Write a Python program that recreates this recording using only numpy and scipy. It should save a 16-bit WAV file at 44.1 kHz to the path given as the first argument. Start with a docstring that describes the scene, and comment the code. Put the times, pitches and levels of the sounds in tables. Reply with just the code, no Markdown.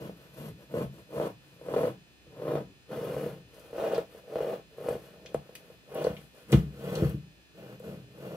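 """Quick, wet scrapes, close by in a small room: a plastic squeegee drags gesso over a stretched canvas.
Stick-slip friction on ridges of paint rings the blade and drives the canvas like a drumhead, while
crushed grit rasps and the tearing wet film fizzes. Paint snaps, and twice the canvas is pushed hard
and thumps on its frame. Behind it all a lamp buzzes faintly at harmonics of twice the mains frequency."""
import sys
import numpy as np
from scipy import signal
from scipy.fft import rfft, irfft
from scipy.io import wavfile
from scipy.ndimage import uniform_filter1d, map_coordinates

SR = 44100
rng = np.random.default_rng(int(sys.argv[2]) if len(sys.argv) > 2 else 0)


def unload_audio(sound):
    """Save the sound as a 16-bit wav file, at the path given as the first command line argument."""
    columns = np.transpose(np.atleast_2d(sound))
    # keep every value between -1 and 1, then stretch to whole-number steps
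    steps = np.round(np.clip(columns, -1, 1) * 32767)
    wavfile.write(sys.argv[1], SR, steps.astype(np.int16))


N = 368676
TIME = np.arange(N) / SR
SIDES = np.array([[1], [-1]])  # left, right


def undb(db):
    """Amplitude ratio of a level in decibels."""
    return 10 ** (np.asarray(db) / 20)


def unit(x):
    """Normalisation to unit rms."""
    return x / np.sqrt(np.mean(x ** 2))


def highpass(x, hz):
    """Fourth-order Butterworth high-pass."""
    return signal.sosfilt(signal.butter(4, hz, "high", fs=SR, output="sos"), x)


def colour(x, points):
    """Minimum-phase filter through (frequency [Hz], gain [dB]) points, by folding the cepstrum."""
    size = 4096
    hz, db = np.transpose(points)
    bin_hz = np.arange(size // 2 + 1) * SR / size
    gain = undb(np.interp(np.log(bin_hz + 1), np.log(hz), db))
    cepstrum = irfft(np.log(gain))
    cepstrum[1:size // 2] *= 2
    cepstrum[size // 2 + 1:] = 0
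    return signal.oaconvolve(x, irfft(np.exp(rfft(cepstrum))))[:len(x)]


def ring(modes):
    """Modal impulse response: a sum of damped sinusoids."""
    t = TIME[:SR // 2]
    return sum(undb(db) * np.sin(2 * np.pi * hz * t) * np.exp(-np.log(1000) * t / t60)
               for hz, db, t60 in modes)


def add(out, s, x, db):
    """Superposition of x on the track at time s, with peak level db."""
    start = int(s * SR)
    out[start:start + len(x)] += (x * undb(db) / np.abs(x).max())[:N - start]


def clicks(per_s, spread_db=3):
    """Poisson impulses, many small and a few large."""
    occurs = rng.random(N) < per_s / SR
    size = np.minimum(rng.exponential(size=N), 4)
    return occurs * undb(spread_db * size) * rng.choice([-1, 1], N)


def steady(x, span_s):
    """Running rms normalisation: the hand evens the force over span_s; faster unevenness stays."""
    width = int(span_s * SR)
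    power = uniform_filter1d(uniform_filter1d(x ** 2, width), width)
    return x / np.sqrt(np.abs(power) + 1e-4 * power.mean())


# spectrum of the quiet room: (frequency [Hz], relative level [dB])
AIR_SPECTRUM = [(18, -70.5), (30, -9), (59, 10), (88, -0.5), (324, -1), (389, -4), (808, -11.5),
                (1050, -15.5), (1440, -14.5), (1910, -15.5), (2550, -16), (3150, -14), (3590, -22),
                (3880, -18), (15500, -29.5)]


def room_air():
    """Partly coherent noise, more alike on the two sides at low frequencies."""
    mid, side = (colour(rng.standard_normal(N), AIR_SPECTRUM) for _ in range(2))
    side = colour(side, [(100, -3), (600, -9), (1300, 1), (15000, 0.5)])
    return undb(-62.5) * (mid + side * SIDES) / np.std(mid)


# partials of the lamp: (nominal frequency [Hz], relative level [dB])
LAMP_PARTIALS = [(1680, -82), (1798, -80), (2401, -79), (2519, -77), (2638, -79), (2762, -84), (2998, -80),
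                 (3483, -79), (3720, -84), (4081, -79), (4441, -90), (4560, -83), (4802, -88), (5163, -87),
                 (5281, -90), (6002, -89)]


def lamp_buzz():
    """Harmonics of twice the mains frequency, in quadrature between the two sides."""
    buzz, fundamental_hz = 0, 120
    for hz, db in LAMP_PARTIALS:
        harmonic_hz = fundamental_hz * round(hz / fundamental_hz)
        phase = 2 * np.pi * rng.random() + SIDES * rng.choice([-1, 1]) * np.pi / 4
        buzz += undb(db) * np.sin(2 * np.pi * harmonic_hz * TIME + phase)
    return undb(6.5) * buzz


# spectrum of the reflections: (frequency [Hz], gain [dB])
REFLECTIONS = [(300, -17.5), (420, -23), (530, -39), (660, -1.5), (1000, -4), (2000, -3), (3500, 3),
               (7000, -0.5), (15000, -3.5)]
# excess of the left side over the right: (frequency [Hz], gain [dB])
LEFT_EXCESS = [(1000, 1), (4500, 2), (7000, 0.5), (9500, 7.5), (11500, 8), (16000, 17)]
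# effect of the blade's position: (time [s], left lag [ms], edge gain [dB], frame gain [dB])
BLADE_PATH = [(0, -0.15, -2, -2.5), (1.8, -0.095, -6.5, -9.5), (3.2, -0.0018, -16, -13.5),
              (3.9, 0.054, 0, -39), (4.7, -0.0014, -10, -28), (6, 0.12, -2.5, -22.5), (7, 0.16, -20, -29),
              (8.36, 0.17, -3, -15)]


def small_room(x, t60_s, wet_db):
    """Unequal paths delay the direct sound between the sides; diffuse reflections follow."""
    path_s, lag_ms, *_ = np.transpose(BLADE_PATH)
    lag = np.interp(TIME, path_s, lag_ms) * SR / 1000
    t = TIME[:SR // 2]
    walls, table = np.exp(-np.log(1000) * t / t60_s), np.exp(-t / 0.0045)
    fade = (t > .0015) * (walls + table)
    channels = []
    for side in (1, -1):
        direct = map_coordinates(x, [np.arange(N) - side * lag / 2], order=3)
        tail = unit(rng.standard_normal(len(t)) * fade) / np.sqrt(len(t))
        tail = highpass(colour(tail, REFLECTIONS), hz=119)
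        heard = direct + undb(wet_db) * signal.fftconvolve(x, tail)[:N]
        channels.append(colour(heard, [(hz, side * db / 2) for hz, db in LEFT_EXCESS]))
    return np.array(channels)


# paint snaps and plastic ticks: (time [s], peak level [dB], centre [Hz], bandwidth [Hz], decay [ms])
PAINT_SNAPS = [(3.045, -41.5, 11800, 4000, 8), (3.544, -46.5, 7880, 11000, 4.9),
               (3.596, -45, 7960, 11000, 5), (3.945, -38.5, 3200, 3000, 14), (3.979, -36, 10000, 8000, 1.5),
               (4.889, -40, 9300, 5000, 4.7), (5.260, -42, 5700, 1800, 1.8), (5.261, -40, 2460, 2000, 3.8),
               (5.344, -36, 10000, 5000, 1.6), (5.553, -31.5, 6900, 11800, 2),
               (5.554, -35.5, 2270, 1500, 2.4), (5.946, -37.5, 11400, 4000, 4.4),
               (6.042, -33.5, 5200, 4000, 1.8), (6.167, -36.5, 2440, 1200, 1.8),
               (6.52, -25, 6900, 11000, 7.5), (6.527, -21.5, 2530, 2160, 3.6),
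               (6.531, -26.5, 895, 1150, 14), (6.954, -25.5, 4400, 4500, 1.3),
               (7.095, -36.5, 12000, 6000, 3), (7.797, -43, 11100, 9000, 2.7)]


def snaps():
    """Transient excitation: a click and its brief crackle pass through a resonance."""
    out, t_ms = np.zeros(N), TIME[:SR // 5] * 1000
    for s, db, hz, width_hz, decay_ms in PAINT_SNAPS:
        burst = rng.standard_normal(len(t_ms)) * np.exp(-t_ms / decay_ms)
        burst[0] = 7  # the click
        resonance = signal.iirpeak(hz, hz / width_hz, fs=SR)
        add(out, s, signal.lfilter(*resonance, signal.lfilter(*resonance, burst)), db)
    return out


# modes of the slack canvas: (frequency [Hz], relative level [dB], T60 [s])
CANVAS_MODES = [(66, -16.5, 0.48), (78, -7, 0.18), (142.8, -1.5, 0.15), (149.1, -9, 0.39),
                (180.8, -4.5, 0.25), (208.7, -1.5, 0.13), (240, -13.5, 0.092), (335.4, 3.5, 0.064),
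                (402, -12.5, 0.057), (443, 4.5, 0.081)]
# the canvas bumps its frame or springs back: (time [s], peak level [dB], contact time [ms])
CANVAS_THUMPS = [(0.515, -40, 4.2), (0.751, -44, 1.6), (0.809, -49, 3.8), (0.851, -41, 6.7),
                 (1.166, -32.5, 1.55), (2.273, -46.5, 2.5), (2.575, -41, 3.7), (5.36, -34, 2.6),
                 (6.102, -31.5, 2.8), (6.529, -11.5, 0.87), (6.543, -7.5, 2.5), (6.558, -18.5, 8.5),
                 (7.022, -14, 1.9), (7.034, -19, 1.75), (7.056, -19.5, 4.7), (7.143, -24, 2.9)]


def thumps():
    """Impact on a membrane: the longer the half-sine push, the duller the thud."""
    out = np.zeros(N)
    canvas = highpass(ring(CANVAS_MODES), hz=70.5)  # the open back cancels the deep bass
    for s, db, contact_ms in CANVAS_THUMPS:
        push = np.sin(np.pi * np.minimum(TIME[:SR // 20] * 1000 / contact_ms, 1))
        add(out, s, signal.fftconvolve(push, canvas), db)
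    return out


def canvas_rumble(slips, pressure):
    """Forced vibration of a membrane: pressure raises its tension and so the pitch of every mode."""
    # soft paint passes only the slow part of each jerk
    force = colour(slips, [(40, -17), (70, -7), (130, 8), (220, 9), (450, -7), (1500, -53)])
    pitch_ratio = 0.87 + 0.254 * pressure
    phase_per_hz, out = 2 * np.pi * np.cumsum(pitch_ratio) / SR, 0
    for hz, db, t60 in CANVAS_MODES:
        phasor = np.exp(1j * hz * phase_per_hz)
        pole = np.exp(-np.log(1000) / (t60 * SR))
        out += undb(db) * (phasor * signal.lfilter([1], [1, -pole], force / phasor)).imag
    return steady(out, span_s=0.067)


# damped modes of the squeegee's body and thin edge: (frequency [Hz], relative level [dB], T60 [s])
BODY_MODES = [(447, -23, 0.031), (476.3, 12.5, 0.046), (503, 6.5, 0.057), (1020, -38, 0.045),
              (1062, -16, 0.086), (1183, -19, 0.043), (1550, -28, 0.076)]
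EDGE_MODES = [(559.3, 26, 0.042), (603, 12, 0.085), (720, -38, 0.034)]
# spectrum of crushed grit: (frequency [Hz], relative level [dB])
GRIT_SPECTRUM = [(400, -15), (800, -2), (1400, 4.5), (2000, -2.5), (2800, -3.5), (4000, -14.5), (6000, -15),
                 (10000, -23), (16000, -15.5)]
# the blade catches on a ridge: (time [s], relative peak level [dB], chatter decay [ms])
RIDGE_CATCHES = [(0.094, -31, 0.95), (0.739, -23.5, 3), (1.198, -19.5, 1.1), (1.613, -35.5, 2.2),
                 (1.684, -25, 1.7), (1.738, -16.5, 2.1), (1.762, -16, 3.8), (1.808, -24.5, 11),
                 (1.832, -17, 1.9), (1.870, -28, 3), (2.266, -48, 1.4), (2.419, -25, 1.1),
                 (2.553, -17.5, 0.89), (3.165, -22, 2.2), (3.261, -25.5, 2.2), (3.729, -30.5, 0.9),
                 (3.781, -19.5, 4.5), (3.979, -18, 6), (4.147, -39, 2.2), (4.356, -18.5, 0.77),
                 (4.404, -22, 3), (4.782, -33, 1.3), (4.885, -15, 1.4), (4.952, -24.5, 1.4),
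                 (5.251, -39, 3.4), (5.345, -15, 0.3), (5.492, -40, 1.7), (5.7, -40.5, 2.2),
                 (6.046, -18, 2.9), (6.067, -13, 3.8), (7.8, -37, 4.5)]


def catches():
    """Resonant chatter: eight fading slips in step with the blade's ring crack grit and shake canvas."""
    out, canvas = np.zeros(N), ring(CANVAS_MODES)
    blade = highpass(ring(BODY_MODES) + undb(-18) * ring(EDGE_MODES), hz=183)
    t = TIME[:len(blade)]
    for s, db, chatter_ms in RIDGE_CATCHES:
        slips = np.zeros(SR // 20)
        slip_s = np.arange(8) * rng.uniform(.0019, .0022)
        slips[(slip_s * SR).astype(int)] = np.exp(-slip_s * 1000 / chatter_ms)
        crack = colour(rng.standard_normal(len(t)) * np.exp(-t / 0.001), GRIT_SPECTRUM)
        response = blade + undb(-12.5) * canvas + undb(-21) * crack
        add(out, s + 0.001047, signal.fftconvolve(slips, response), db - .5)
    return out


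def sticking(hold_s, depth):
    """Static friction holds the blade back just before each catch, so the gain dips."""
    held = np.zeros(N)
    for s, *_ in RIDGE_CATCHES:
        held[int((s - hold_s) * SR):int(s * SR)] = 1
    return 1 - depth * uniform_filter1d(held, size=130)


# modes of the wooden frame: (frequency [Hz], relative level [dB], T60 [s])
FRAME_MODES = [(253, -10, 0.045), (332, 11, 0.058), (897, 1.5, 0.038), (975, -7, 0.11)]


def blade_drag(slips):
    """Modal excitation: slips ring the blade, and the frame too when the blade runs near it."""
    path_s, _, *gains_db = np.transpose(BLADE_PATH)
    edge_gain, frame_gain = (undb(np.interp(TIME, path_s, db)) for db in gains_db)
    jerks = highpass(slips, hz=281)
    body, edge, frame = (unit(signal.oaconvolve(jerks, ring(modes)[:SR // 10])[:N])
                         for modes in (BODY_MODES, EDGE_MODES, FRAME_MODES))
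    return steady(body + edge_gain * edge + frame_gain * frame, span_s=0.081)


# heavy pulls and light returns, with the relative level of each layer: (time of full pressure [s],
# attack [s], hold [s], release [s], drag [dB], rumble [dB], rasp [dB], fizz [dB])
HAND_STROKES = [(0.0, .05, 0.063, 0.098, -47.5, -41, -57, -64),
                (0.17, 0.046, 0.092, 0.091, -62, -58, -66, -71),
                (0.387, 0.099, .1, 0.039, -50.5, -40, -70, -59.5),
                (0.605, .05, 0.022, .06, -57, -63, -71, -69),
                (0.755, 0.069, 0.065, 0.066, -35.5, -31.5, -58, -58.5),
                (0.949, .06, 0.047, 0.078, -58.5, -55, -69, -68),
                (1.17, 0.091, 0.086, 0.071, -33, -40.5, -53.5, -58),
                (1.435, 0.064, 0.11, .1, -72, -58, -70, -75),
                (1.763, 0.18, 0.095, 0.086, -29.5, -36.5, -50, -58.5),
                (2.498, 0.2, 0.064, 0.09, -31.5, -35, -58, -62.5),
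                (2.921, 0.046, 0.33, 0.16, -37.5, -39.5, -52.5, -61),
                (3.552, 0.1, 0.11, 0.18, -56.5, -60.5, -63.5, -69.5),
                (3.789, 0.099, .18, 0.086, -32, -45, -48, -60.5),
                (4.133, 0.1, 0.059, 0.042, -55, -59, -62, -68),
                (4.375, 0.16, 0.15, 0.096, -34, -47, -52, -64.5),
                (4.877, 0.17, 0.053, 0.078, -34.5, -41, -53, -61),
                (5.014, 0.089, 0.049, 0.11, -56, -67, -61, -68),
                (5.116, .05, 0.28, 0.11, -57.5, -54.5, -68, -75.5),
                (5.458, .06, 0.27, 0.12, -62.5, -61, -67.5, -74.5),
                (5.984, 0.13, 0.074, 0.13, -34, -40.5, -47, -62),
                (6.162, 0.077, .06, 0.11, -65, -60, -69, -67),
                (6.362, 0.056, 0.03, 0.14, -59, -69, -64, -68),
                (6.523, 0.049, 0.012, 0.12, -39.5, -27, -45.5, -54),
                (6.898, 0.21, 0.14, 0.14, -37.5, -31.5, -47, -58),
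                (7.586, 0.073, .16, 0.034, -52, -47, -58.5, -71.5),
                (7.853, 0.082, 0.032, 0.19, -46.5, -40, -58, -65.5),
                (8.25, 0.18, 0.31, .1, -44.5, -40, -55.5, -65.5)]


def stroke_gain(levels_db, attack_db, push_db, release_db, fade_db_per_s=np.inf):
    """Incoherent strokes add in power: each swells, grows as the hand speeds up, and dies on lifting."""
    t, power = TIME[::64], 0
    ease = 1.33  # above one, the hand eases into and out of full pressure
    for (s, attack_s, hold_s, release_s, *_), db in zip(HAND_STROKES, levels_db):
        before, after = np.maximum(s - t, 0), np.maximum(t - s - hold_s, 0)
        swell = -attack_db * (before / attack_s) ** ease
        push = push_db * (np.clip((t - s) / hold_s, 0, 1) - .5)
        lift = -np.minimum(release_db * (after / release_s) ** ease, fade_db_per_s * (after + 1 / SR))
        power += undb(db + swell + push + lift) ** 2
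    return np.interp(TIME, t, np.sqrt(power))


# spectrum of the tearing wet film: (frequency [Hz], relative level [dB])
FILM_SPECTRUM = [(1500, 15.5), (3500, 4.5), (5500, 2), (8000, 1), (10000, 4.5), (11500, 10), (13500, 4),
                 (16000, -28)]


def scrape():
    """Stick-slip friction: the same jerks drive blade and canvas, crush grit and tear the wet film."""
    drag_db, rumble_db, rasp_db, fizz_db = np.transpose(HAND_STROKES)[4:]
    drag = stroke_gain(drag_db, attack_db=32.8, push_db=0.5, release_db=26.8)
    rumble = stroke_gain(rumble_db, attack_db=24.5, push_db=4.2, release_db=11.4, fade_db_per_s=135)
    rasp = stroke_gain(rasp_db, attack_db=24.5, push_db=1.5, release_db=20)
    fizz = stroke_gain(fizz_db, attack_db=18.6, push_db=0.73, release_db=21.6)
    pressure = uniform_filter1d(fizz / (fizz + undb(-66)), size=2000)  # 0 lifted, toward 1 pressed
    slips = clicks(per_s=950)
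    blade, canvas = blade_drag(slips), canvas_rumble(slips, pressure)
    # each slip briefly strengthens the clicks of grit and film
    crush = unit(signal.lfilter([1], [1, -np.exp(-1 / (0.0054 * SR))], np.abs(slips)))
    grit = steady(colour(clicks(per_s=6000) * (1.8 + crush), GRIT_SPECTRUM), span_s=0.13)
    film = steady(colour(clicks(per_s=4500) * (0.47 + crush), FILM_SPECTRUM), span_s=0.031)
    friction = sticking(hold_s=.013, depth=.55) * (undb(1) * drag * blade + undb(-4) * rasp * grit)
    return friction + undb(-4) * rumble * canvas + undb(4) * fizz * film


def scene():
    """Superposition of the squeegee's work in the room, the air and the lamp."""
    work = scrape() + catches() + thumps() + snaps()
    return small_room(work, t60_s=0.19, wet_db=1.5) + room_air() + lamp_buzz()


def record(dry):
    """Band limiting removes the deepest bass and the highest treble."""
    top_hz = 15700
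    lowpass = signal.ellip(12, .2, 80, top_hz, fs=SR, output="sos")
    return signal.sosfilt(lowpass, highpass(dry, hz=52))


dry = scene()
out = record(dry)
unload_audio(out)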